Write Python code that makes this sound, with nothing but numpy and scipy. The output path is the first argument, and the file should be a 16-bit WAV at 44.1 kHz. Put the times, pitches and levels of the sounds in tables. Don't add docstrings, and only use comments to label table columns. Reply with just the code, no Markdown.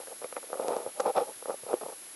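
import sys
import numpy as np
from scipy import signal
from scipy.fft import rfft, irfft
from scipy.io import wavfile

SR = 44100
rng = np.random.default_rng(int(sys.argv[2]) if len(sys.argv) > 2 else 0)


def dump_mix(stems):
    frames = np.atleast_2d(stems).T
    limited = np.clip(frames, -1, 1)
    pcm = np.round(limited * 32767).astype(np.int16)
    wavfile.write(sys.argv[1], SR, pcm)


N = 94815


def undb(db):
    return 10 ** (np.asarray(db) / 20)


def unit(x):
    return x / np.sqrt(np.mean(x ** 2))


def add(out, start_s, x):
    i = max(int(start_s * SR), 0)
    out[i:i + len(x)] += x[:max(N - i, 0)]


def through(x, response):
    return signal.fftconvolve(x, response)[:len(x)]


def band(x, lo_hz, hi_hz):
    return signal.sosfilt(signal.butter(2, [lo_hz, hi_hz], "band", fs=SR, output="sos"), x)


def tone(points, size=4096):
    hz, db = np.array(points).T
    bin_hz = np.arange(size // 2 + 1) * SR / size
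    curve_db = np.interp(np.log(bin_hz + 1), np.log(hz), db)
    cepstrum = irfft(np.log(undb(curve_db)))
    cepstrum[1:size // 2] *= 2
    cepstrum[size // 2 + 1:] = 0
    return irfft(np.exp(rfft(cepstrum)))


def ring(hz, t60_s, size=4096):
    t = np.arange(size) / SR
    return np.exp((2j * np.pi * hz - np.log(1000) / t60_s) * t)


# frequency in Hz, t60 in seconds, level in dB.
CASE_MODES = [(379, 0.011, -17.5), (517.6, 0.027, -1), (628.6, 0.015, -0.5), (803, 0.021, -3),
              (1149, 0.035, -17), (2390, 0.027, -27.5)]

def case(upper_db=0, upper_above_hz=720, detune_spread=0.032, build_s=0.00013):
    detunes = 1 + detune_spread * rng.standard_normal(len(CASE_MODES))
    wave = sum(undb(db + upper_db * (hz > upper_above_hz)) * ring(hz * detune, t60_s).real
               for (hz, t60_s, db), detune in zip(CASE_MODES, detunes))
    t = np.arange(len(wave)) / SR
    return wave * (1 - np.exp(-t / build_s))


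# frequency in Hz, gain in dB.
KNOCK_EQ = [(30, -35), (100, -23.5), (180, -8.5), (300, -4.5), (500, 2.5), (900, -2), (1300, 8),
            (1700, 1.5), (3000, 1.5), (8000, -3)]
TICK_EQ = [(300, -14), (1200, 2), (2500, 0.5), (5000, 1), (8000, 3.5), (11000, -14)]
# time in seconds, level in dB, contact time in ms, tick peak in dB.
FINGER_KNOCKS = [(.001, -31.5, 0.78, -60), (.033, -40, 0.69, -60), (.072, -34, 0.41, -42.5),
                 (.081, -37, 1, -63), (.217, -31.5, 0.57, -60), (.224, -30.5, 0.37, -57),
                 (.244, -22.5, 0.74, -43), (.326, -26.5, 0.11, -40), (.367, -20, 0.1, -51),
                 (.430, -33.5, 0.15, -60), (.502, -32.5, 0.83, -60), (.530, -18, 0.42, -55),
                 (.542, -25, .3, -57), (.555, -29, 0.9, -60), (.573, -29, 0.43, -60),
                 (.597, -17.5, 0.74, -57), (.646, -23, 0.93, -60), (.683, -17.5, 0.86, -21),
                 (.706, -19.5, 0.89, -43), (.731, -26, 0.27, -55), (.766, -17.5, 0.67, -28),
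                 (.863, -22.5, 0.87, -60), (.874, -27, 0.85, -59), (.998, -17.5, 0.41, -30),
                 (1.002, -14.5, 0.13, -20), (1.0055, -20, 0.32, -21), (1.059, -19.5, 0.82, -42),
                 (1.172, -16, 0.48, -38), (1.182, -13.5, 0.51, -44), (1.207, -22, 0.75, -55),
                 (1.425, -29.5, 0.5, -60), (1.457, -24, 0.42, -55), (1.484, -24.5, 0.88, -60),
                 (1.496, -18.5, 0.73, -50), (1.505, -19.5, 0.46, -50), (1.542, -29, 1, -60),
                 (1.634, -34.5, 0.9, -60), (1.665, -30.5, 1, -60), (1.731, -17.5, .5, -44),
                 (1.739, -14, 0.96, -50), (1.812, -28, 0.57, -50), (1.862, -28, 1, -55),
                 (1.885, -28.5, 0.73, -60), (1.901, -36, 0.26, -60)]

def knocks(trim_db=-1):
    out, colour, tick = np.zeros(N), tone(KNOCK_EQ), tone(TICK_EQ)
    t_ms = 1000 * np.arange(SR // 100) / SR
    for time_s, db, contact_ms, tick_db in FINGER_KNOCKS:
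        push = np.exp(-(2.48 * (t_ms / contact_ms - 1)) ** 2)
        bump = through(through(case(), colour), push)
        start_s = time_s - contact_ms / 2000
        add(out, start_s, undb(db + trim_db) * bump / abs(bump).max())
        add(out, time_s, undb(tick_db) * tick / abs(tick).max())
    return out


def slips(spread_db, rate_hz=1600):
    slipping = rng.random(N) < rate_hz / SR
    size_db = spread_db * np.minimum(rng.exponential(size=N), 4)
    sign = rng.choice([-1, 1], N)
    return slipping * sign * undb(size_db)


# frequency in Hz, gain in dB.
RUMBLE_EQ = [(30, -42), (100, -20), (180, -7.5), (300, -4), (500, 1), (850, 0.5), (1000, -5.5),
             (1300, -1.5), (1600, -14.5), (3000, -13.5), (8000, -9)]
SCRATCH_EQ = [(500, -26), (1500, -3), (2050, -1.5), (2450, 4), (2900, -6.5), (3600, 0), (4600, -7),
              (5300, 0), (6200, -16.5), (11000, -17.5)]
# fastest moment, rise and fall in seconds, then rumble level,
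# upper-mode gain and scratch level in dB.
FINGER_DRAGS = [(0.014, 0.06, .02, -54, 8, -60), (0.124, 0.03, 0.0086, -45, -1.5, -70),
                (0.249, .025, 0.013, -42, -17, -59), (0.375, 0.016, 0.011, -37.5, -1, -64),
                (0.439, 0.0072, 0.005, -45.5, -13, -75), (.545, 0.063, 0.034, -48, -3, -79),
                (.62, 0.037, 0.019, -36.5, -5, -57.5), (.72, 0.074, 0.05, -32, -1.5, -54.5),
                (.79, 0.021, 0.046, -38, -0.5, -64), (.885, 0.04, .015, -43.5, -4, -65),
                (1.036, 0.056, 0.025, -41, 4.5, -62), (1.066, 0.011, 0.014, -26, 5, -52.5),
                (1.095, 0.02, .015, -30.5, 3, -53.5), (1.175, 0.02, 0.024, -24, 2.5, -42.5),
                (1.216, 0.015, 0.025, -35.5, 6, -56), (1.295, 0.03, 0.023, -41.5, -8.5, -75),
                (1.502, 0.028, 0.035, -40.5, 5, -58.5), (1.714, .035, 0.026, -33.5, 0, -57),
                (1.771, 0.021, 0.012, -46.5, 0, -75), (1.818, 0.0074, 0.0099, -35, 0, -58),
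                (1.836, 0.0057, 0.005, -31.5, -8, -58), (1.862, 0.0098, 0.0083, -39.5, 1, -70),
                (1.889, 0.0097, 0.017, -44, 1, -67), (1.924, 0.0085, 0.011, -44.5, 5, -75)]

def drags(trim_db=0.5):
    t = np.arange(N) / SR
    out, skin = np.zeros(N), tone(RUMBLE_EQ)
    jerks = unit(slips(spread_db=2)) / np.linalg.norm(through(case(), skin))
    grit = unit(through(slips(spread_db=2.5), tone(SCRATCH_EQ)))
    for fastest_s, rise_s, fall_s, rumble_db, upper_db, scratch_db in FINGER_DRAGS:
        on = (t > fastest_s - 3 * rise_s) & (t < fastest_s + 4 * fall_s)
        width_s = np.where(t[on] < fastest_s, rise_s, fall_s)
        speed = np.exp(-((t[on] - fastest_s) / width_s) ** 2)
        rumble = through(speed * jerks[on], through(case(upper_db), skin))
        out[on] += undb(rumble_db + trim_db) * rumble + undb(scratch_db) * speed * grit[on]
    return out


# start in seconds, centre in Hz, initial rms in dB, t60 in seconds.
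PLASTIC_CREAKS = [(.072, 1700, -49, 0.052), (0.242, 2100, -37, 0.021), (.326, 2500, -43, 0.017),
                  (0.363, 1940, -37, 0.046), (1.001, 1950, -34, 0.023), (1.740, 2720, -35, 0.014)]

def creaks(relative_width=0.3):
    out, t = np.zeros(N), np.arange(SR // 10) / SR
    for start_s, hz, db, t60_s in PLASTIC_CREAKS:
        half_width_hz = hz * relative_width / 2
        rasp = unit(band(rng.standard_normal(len(t)), hz - half_width_hz, hz + half_width_hz))
        add(out, start_s, undb(db) * rasp * np.exp(-np.log(1000) * t / t60_s))
    return out


# start in seconds, pitch in Hz, peak in dB, t60 in seconds.
GRIP_THUMPS = [(.857, 111, -57.5, 0.026), (1.154, 99, -54.5, .05), (1.354, 119, -65, 0.042),
               (1.628, 125, -55.5, 0.028), (1.738, 375.5, -23.5, 0.023), (1.831, 160, -53, 0.04)]

def thumps():
    out = np.zeros(N)
    for start_s, hz, peak_db, t60_s in GRIP_THUMPS:
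        note = ring(hz, t60_s).imag
        cycles = hz * np.arange(len(note)) / SR
        thump = band(note * (1 - np.exp(-cycles)), hz * 0.82, hz * 1.4)
        add(out, start_s, undb(peak_db) * thump / abs(thump).max())
    return out


# frequency in Hz, gain in dB.
WHINE_EQ = [(6000, 4.5), (9000, 5), (10450, 3), (10760, -1.5), (11000, -3.5), (11270, 0), (11600, -12)]

def whine(pitch_hz=10740, mirror_hz=11025, buzz_hz=81.667, jump_turns=0.47):
    t = np.arange(N) / SR
    turns = pitch_hz * t + jump_turns * (buzz_hz * t % 1)
    direct = undb(-47.5) * np.sin(2 * np.pi * turns)
    image = undb(-53.5) * np.sin(2 * np.pi * (2 * mirror_hz * t - turns))
    return through(np.sqrt(2) * (direct + image), tone(WHINE_EQ))


# frequency in Hz, gain in dB.
HISS_EQ = [(24, -51), (40, -18), (65, -26.5), (164, -10.5), (320, -1.5), (926, -5), (1730, -5), (1980, -5),
           (2390, -6.5), (3380, -7), (6600, -7), (10000, -6), (13000, -23.5), (22000, -120)]

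def hiss(rms_db=-52, top_hz=11900):
    noise = through(rng.standard_normal(N), tone(HISS_EQ))
    low_pass = signal.butter(8, top_hz, fs=SR, output="sos")
    return undb(rms_db) * unit(signal.sosfilt(low_pass, noise))


def scene():
    return (knocks() + drags() + creaks() + thumps() + hiss() + whine())[None]


def record(dry):
    low_cut_hz, top_hz = 37, 11900
    thin = signal.sosfilt(signal.butter(2, low_cut_hz, "high", fs=SR, output="sos"), dry)
    return signal.sosfilt(signal.ellip(10, 0.2, 80, top_hz, fs=SR, output="sos"), thin)


dry = scene()
out = record(dry)
dump_mix(out)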